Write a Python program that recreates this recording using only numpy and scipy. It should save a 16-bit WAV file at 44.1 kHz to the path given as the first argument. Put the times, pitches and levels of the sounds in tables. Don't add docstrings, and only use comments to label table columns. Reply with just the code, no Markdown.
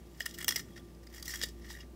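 import sys
import numpy as np
from scipy import signal
from scipy.fft import rfft, irfft
from scipy.io import wavfile
from scipy.ndimage import uniform_filter1d

SR = 44100
rng = np.random.default_rng(int(sys.argv[2]) if len(sys.argv) > 2 else 0)


def attenuation_scalar(level_db):
    decades = np.asarray(level_db, float) / 20
    return 10 ** decades


def to_wav(sig):
    pcm = np.clip(np.atleast_2d(sig), -1, 1) * 32767
    pcm = np.round(pcm).astype(np.int16)
    wavfile.write(sys.argv[1], SR, pcm.T)


N = 85995

# [width/Hz, level/dB]
CUP_HZ = [1845, 2040, 1450, 1100]
CUP_MODES = [(105, 3), (170, -8), (250, -13), (400, -33.5)]
# [width/Hz, level/dB]
HOUSING_HZ = [2925, 3320, 3750, 4230, 4710, 5170, 5650, 6490]
HOUSING_MODES = [(108, -3), (156, 0), (237, -5), (193, -8.5), (150, -3.5), (238, 1), (278, -4), (216, -24)]
# [width/Hz, level/dB]
FIBRE_HZ = [7700, 8600, 9670, 12160, 14360]
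FIBRE_MODES = [(970, -9.5), (1050, -21), (2630, -16), (1120, -9.5), (1500, -12)]
# [t/s, level/dB]
MUTING = [
    (.6, 2),
    (1.1, -3.5),
    (1.33, -5.5),
    (1.4, 1),
]


def sharpener(t):
    table_t60_s, table_db = 0.19, -13
    hollow_hz, hollow_width_hz = 2575, 360
    env, cracks = slips(t)
    noise = np.array([tearing() for _ in env])
    cup, housing, fibres = (env + scrape(t)) * noise + cracks
    mute_db = np.interp(t, *np.array(MUTING).T)
    direct = attenuation_scalar(15.0) * body(cup, CUP_HZ, CUP_MODES)
    direct += attenuation_scalar(6.0) * body(housing, HOUSING_HZ, HOUSING_MODES, mute_db)
    direct += attenuation_scalar(5.0) * body(fibres, FIBRE_HZ, FIBRE_MODES)
    direct = direct - 0.66 * ring(direct, hollow_hz, hollow_width_hz)
    direct = direct + knocks(t) + rings(t)
    tail_s = np.arange(SR // 4) / SR
    tail = rng.standard_normal(SR // 4) * attenuation_scalar(-60 * tail_s / table_t60_s)
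    tail = tail / np.sqrt(np.sum(tail ** 2))
    return direct + attenuation_scalar(table_db) * signal.fftconvolve(direct, tail)[:N]


# [t/s, peak level/dB, cup ring level/dB, fibre crackle level/dB, fade/ms]
SNAPS = [(0.2045, -19.5, -19, -18, 2.65), (0.2603, -26.5, -11, -9, 3.4), (0.4446, -15.5, -9, -3, 1.25),
         (0.4806, -2.5, -19, -11, 2.8), (0.4892, -4.5, -15.5, -9.5, 2.13), (0.5065, -17.5, -8.5, -16, 3.6),
         (0.5219, -21, -4.5, -10, 2.4), (0.5593, -12, -10.5, -11, 2.65), (1.068, -39, -8, -16, 4.6),
         (1.2796, -28.5, -19, -7, 3.5), (1.3369, -29.5, -6.5, -14, 5.2), (1.3734, -31, -26, -6, 2),
         (1.3922, -36, -25, -15, 2.5), (1.4142, -19.5, -12, -17, 2.2), (1.4856, -39, -29, -12, 7.2),
         (1.5963, -58.5, 7, -18, 2.8)]
MORE_SNAP_S = [
    .2000,
    .5625,
    1.4285,
    1.346,
    .378,
    1.620,
    .5445,
    1.4350,
]
# [peak level/dB, cup ring level/dB, fibre crackle level/dB, fade/ms]
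MORE_SNAP_SIZES = [(-32.5, -20, -9, 4.1), (-12, -37, -24, 2.7), (-22, -21, -11.5, 4.4), (-28, -17, -17, 5.3),
                   (-33, -6, -11, 2), (-57, -19, -18, 9.7), (-41, -3, -1, 3.5), (-13, -26, -13, 2.4)]
# [t/s, peak level/dB, cup ring level/dB, fibre crackle level/dB, swell/ms]
RASPS = [(0.2142, -26, -39, -17, 3.4), (0.2566, -25, -6.5, -12.5, 3), (0.309, -34, -16, -12, 1.6),
         (0.3384, -28.5, -26, -15, 5.1), (0.3842, -29, -3.5, -7, 2.5), (0.402, -43.5, 7.5, -18, 3.8),
         (0.411, -40, -6, -3, 1.5), (0.425, -28.5, -4.5, -5, 2.8), (0.5744, -29.5, -0.5, -20, 1.6),
         (0.592, -25.5, -9, -13, 2.9), (1.1252, -38, -17, -22, 3.5), (1.1383, -36.5, -10.5, -17, 4.9),
         (1.158, -34, -14.5, -13, 5.2), (1.179, -32, -10, -19, 1.5), (1.196, -33, -32, -14, 1.44),
         (1.2257, -20, -19.5, -14.5, 1.6), (1.254, -30, -24, -12, 5.4), (1.291, -27.5, -37, -13, 5),
         (1.303, -30.5, -26, -17, 6.6), (1.3187, -35, -26, -17.5, 3.9), (1.3565, -23.5, -17, -11, 1.7),
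         (1.4235, -23.5, -28, -15, 3), (1.439, -21, -19, -23, 2.2)]
# [t/s, peak level/dB, cup ring level/dB, fibre crackle level/dB, swell/ms]
REGRIPS = [(0.685, -50, 0.5, -27, 1.7), (0.758, -39.5, -7, -25, 6.8), (0.775, -35, -10, -29, 2.6),
           (0.795, -47, -30, -23, 1.9), (0.945, -48, -17, -19, 1.9), (1.0293, -44.5, -12.5, -18, 4.3),
           (1.1, -48, -12, -11, 1.7), (1.643, -43.5, -8, -23, 3.8), (1.6861, -43, -22, -21, 5.3),
           (1.699, -33, -16, -30, 5.6), (1.7262, -32.5, -29, -35, 3.5), (1.7494, -44.5, -2, -26, 3.2),
           (1.7697, -38, -8, -29, 1.9), (1.7844, -45, -10, -13, 6.9), (1.8045, -35.5, -17, -44, 4.8),
           (1.826, -56, 5, -20, 4.3)]


def slips(t):
    slip_db, rise_ms, snap_db = -8, 0.62, 2
    rasp_db, cup_gain_db, crackle_gain_db = -6, 6.5, 13
    env, cracks = np.zeros((3, N)), np.zeros((3, N))
    snaps = SNAPS + [(at, *row) for at, row in zip(MORE_SNAP_S, MORE_SNAP_SIZES)]
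    for k, (at, db, cup_db, crackle_db, span_ms) in enumerate(snaps + RASPS + REGRIPS):
        ms = np.clip((t - at) * 1000, 0, None)
        span_ms = max(span_ms, .3)
        share = attenuation_scalar(db) * np.array([[attenuation_scalar(cup_db + cup_gain_db)], [1], [attenuation_scalar(crackle_db + crackle_gain_db)]])
        if k < len(snaps):
            env += share * attenuation_scalar(slip_db) * (1 - np.exp(-ms / rise_ms)) * np.exp(-ms / span_ms)
            crack_at = int((at + rise_ms / 1000) * SR)
            cracks[:, crack_at] += share[:, 0] * attenuation_scalar(slip_db + snap_db)
        else:
            env += share * attenuation_scalar(rasp_db) * ms / span_ms * np.exp(-ms / span_ms)
    return env, cracks


# [t/s, scrape level/dB]
PRESSURE = [(.12, -75), (.16, -65), (.3, -58), (0.368, -69.5), (0.412, -49.5), (.47, -74), (0.582, -47.5),
            (0.642, -68.5), (.78, -70), (.83, -74.5), (1.05, -79), (1.16, -61.5), (1.22, -59.5),
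            (1.3, -50.5), (1.439, -52.5), (1.532, -79.5), (1.721, -55), (1.86, -85)]


def scrape(t):
    chatter_db, chatter_per_s = 5.5, 140
    pressure_db = np.interp(t, *np.array(PRESSURE).T)
    return np.array([attenuation_scalar(pressure_db + chatter_db * walk(chatter_per_s) + share_db)
                     for share_db in (-3.5, 3, 3)])


def tearing():
    grain_db = 2.5
    return level(rng.standard_normal(N) * attenuation_scalar(grain_db * rng.exponential(size=N)), 0)


def body(x, hz, modes, mute_db=0):
    grip_db, grip_per_s, muted_below_hz = 4, 30, 4400
    out = 0
    for f, (width, db) in zip(hz, modes):
        gain_db = db + grip_db * walk(grip_per_s) + mute_db * (f < muted_below_hz)
        out = out + attenuation_scalar(gain_db) * ring(x, f, width)
    return out


def ring(x, hz, width):
    return signal.lfilter(*signal.iirpeak(hz, hz / width, fs=SR), x)


# [t/s, peak level/dB, f/Hz]
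CUP_RINGS = [(0.2052, -25.5, 1844), (0.2262, -51, 1830), (0.2611, -28.5, 1850), (0.269, -54, 1940),
             (0.4114, -38, 1956), (0.4815, -23, 1876), (0.5222, -38, 1980), (0.5586, -28.5, 1980),
             (0.5624, -27.5, 1992), (0.5677, -37, 1890), (0.7788, -48, 1900), (1.1812, -44.5, 1920),
             (1.2786, -35, 1950), (1.2942, -39, 1840), (1.3057, -41, 1840), (1.3379, -52, 1830),
             (1.3922, -54, 1950), (1.4049, -50, 1980), (1.4138, -43, 1960), (1.4349, -27.5, 1822),
             (1.6434, -53.5, 1960), (1.704, -42, 1810), (1.7379, -46, 1780), (1.7492, -44, 1840),
             (1.7523, -47, 1860), (1.7651, -46, 1885), (1.7717, -46, 1833), (1.7865, -49, 1840)]
# [t/s, peak level/dB, f/Hz]
LOW_RINGS = [(0.2066, -35, 2980), (0.2627, -34, 2890), (0.41, -38, 3300), (0.4438, -30.5, 3330),
             (0.4807, -22.5, 3360), (0.4899, -24.5, 3230), (0.5219, -34, 3280), (0.561, -42, 3210),
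             (0.7218, -56, 3360), (0.794, -51, 3390), (1.3579, -40, 3320), (1.3927, -49, 3310),
             (1.4141, -40, 3330), (1.4367, -34, 3420), (1.6506, -57, 3400), (1.699, -45.5, 3300),
             (1.8031, -42.5, 2835),
             (1.2805, -37, 4280),
    (1.4358, -38.5, 4500),
    (0.55, -49, 2500),
]
# [t/s, peak level/dB, f/Hz]
HIGH_RINGS = [(0.2049, -32, 5130), (0.2156, -43, 5300), (0.2253, -36, 5030), (0.2605, -32.5, 4950),
              (0.4801, -19, 5580), (0.4878, -14, 5760), (0.508, -23, 5210), (0.5223, -27, 5600),
              (0.558, -27, 5530), (0.5612, -19, 5660), (0.596, -31, 5810), (0.9487, -54, 5000),
              (1.071, -42.5, 4960), (1.1398, -41, 5170), (1.1817, -39, 5570), (1.1984, -43, 4880),
              (1.2276, -45, 5230), (1.279, -30, 5800), (1.3037, -32, 5600), (1.3224, -33, 5550),
              (1.3379, -32, 5700), (1.3555, -31, 5690), (1.414, -29, 5070), (1.4238, -29, 4780),
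              (1.4326, -35, 5700), (1.709, -39, 4930), (1.805, -42.5, 5090)]
# [gain level/dB, rise/ms, fade/ms]
RING_SHAPES = [
    (5.5, 0.96, 3.15),
    (2, 1.2, 3.7),
    (1.5, 0.57, 1.65),
]
RING_LAG_MS = [
    .3,
    .5,
    1.,
]


def rings(t):
    out = np.zeros(N)
    parts = (CUP_RINGS, LOW_RINGS, HIGH_RINGS)
    for rows, (gain_db, rise_ms, fade_ms), lag_ms in zip(parts, RING_SHAPES, RING_LAG_MS):
        for at, db, hz in rows:
            ms = np.clip((t - at) * 1000 - lag_ms, 0, None)
            env = (1 - np.exp(-ms / rise_ms)) * np.exp(-ms / fade_ms)
            out += attenuation_scalar(db + gain_db) * env * np.sin(2 * np.pi * hz * ms / 1000)
    return out


KNOCK_S = [
    .2055,
    .2625,
    .4805,
    .4895,
    .5600,
    1.4360,
    1.7045,
]
# [f/Hz, level/dB]
KNOCKS = [(710, -38), (760, -58), (910, -33.5), (454, -32), (690, -37), (472, -31.5), (890, -43)]


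def knocks(t):
    fade_ms = 2.12
    out = np.zeros(N)
    for at, (hz, db) in zip(KNOCK_S, KNOCKS):
        ms = np.clip((t - at) * 1000, 0, None)
        out += attenuation_scalar(db) * np.exp(-ms / fade_ms) * np.sin(2 * np.pi * hz * ms / 1000)
    return out


def squeak(t):
    at_s, hz, span_ms, db = .4765, 6050, 3, -42
    swell = np.exp(-((t - at_s) * 1000 / span_ms) ** 2)
    return attenuation_scalar(db) * swell * np.sin(2 * np.pi * hz * t)


def room(t):
    return ventilation(t) + fan(t) + hum(t)


# [f/Hz, level/dB per Hz]
AIR = [(41, -46), (70, 2), (113, -4), (351, -6), (472, -13.5), (1200, -27.5), (1310, -29), (1510, -29),
       (16000, -38.5)]
# [t/s, level/dB]
SWELL = [
    (.3, -1),
    (.55, 4),
    (.85, 0.5),
    (1.1, -2),
    (1.5, 1.5),
    (1.85, -2),
]


def ventilation(t):
    room_db, rumble_cut_hz = -55, 74
    gust_db, gust_per_s, gust_hz = 1, 9.5, 600
    hz, db = np.array(AIR).T
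    f = np.arange(N // 2 + 1) * SR / N + 1
    colour = attenuation_scalar(np.interp(np.log(f), np.log(hz), db)) / (1 + (rumble_cut_hz / f) ** 6)
    air = irfft(rfft(rng.standard_normal(N)) * colour, N)
    low = signal.lfilter(*signal.butter(2, gust_hz, fs=SR), air)
    gust = attenuation_scalar(gust_db * walk(gust_per_s) + np.interp(t, *np.array(SWELL).T))
    return level(air + low * (gust - 1), room_db)


# [f/Hz, waver 0-1, level/dB]
FAN = [
    (173.4, 0.9, -64.5),
    (233.5, 1, -69),
    (344.4, 0.93, -61),
    (1182, 0.33, -76),
]


def fan(t):
    out = np.zeros(N)
    for hz, waver, db in FAN:
        tone = np.sin(2 * np.pi * hz * t + waver * walk(6.3))
        out += level((1 + waver * walk(9.45)) * tone, db)
    return out


# [t/s, f/Hz, level/dB]
HUM = [(0.0, 60, -66), (0.02, 61, -51), (0.064, 58.7, -56), (0.438, 58.9, -56.5), (0.488, 61, -60),
       (0.51, 58.44, -59), (1.112, 59.1, -53), (1.53, 58.23, -49), (1.95, 60.8, -52)]


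def hum(t):
    at, hz, db = np.array(HUM).T
    phase = 2 * np.pi * np.cumsum(np.interp(t, at, hz)) / SR
    return np.sqrt(2) * attenuation_scalar(np.interp(t, at, db)) * np.sin(phase)


def walk(rate):
    steps = rng.standard_normal(size=400)
    return 0.78 * np.interp(np.arange(N) / SR * min(rate, 200), np.arange(len(steps)), steps)


def level(x, db):
    return x * attenuation_scalar(db) / np.sqrt(np.mean(x ** 2))


def scene():
    t = np.arange(N) / SR
    return (sharpener(t) + squeak(t) + room(t))[None]


def roll_off(x):
    return signal.sosfilt(signal.butter(12, 16630, fs=SR, output="sos"), x)


def record(dry):
    duck_top_db, duck_share, duck_ms = -34, 0.25, 10.6
    top_hz, top_leak_db, last_hz = 15750, -10, 16450
    loud = np.sqrt(uniform_filter1d(dry ** 2, int(duck_ms * SR / 1000), axis=1) + 1e-12)
    gain = np.minimum(attenuation_scalar(duck_top_db) / loud, 1) ** duck_share
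    gain = uniform_filter1d(gain, int(duck_ms * SR / 2000), axis=1)
    cut = signal.sosfiltfilt(signal.ellip(12, .1, 40, top_hz, fs=SR, output="sos"), dry)
    leak = attenuation_scalar(top_leak_db) * np.minimum(loud / attenuation_scalar(-24), 1) ** 3
    mix = cut + leak * (dry - cut)
    mix = signal.sosfiltfilt(signal.cheby2(10, 30, last_hz + 250, fs=SR, output="sos"), mix)
    return roll_off(mix * gain)


dry = scene()
out = record(dry)
to_wav(out)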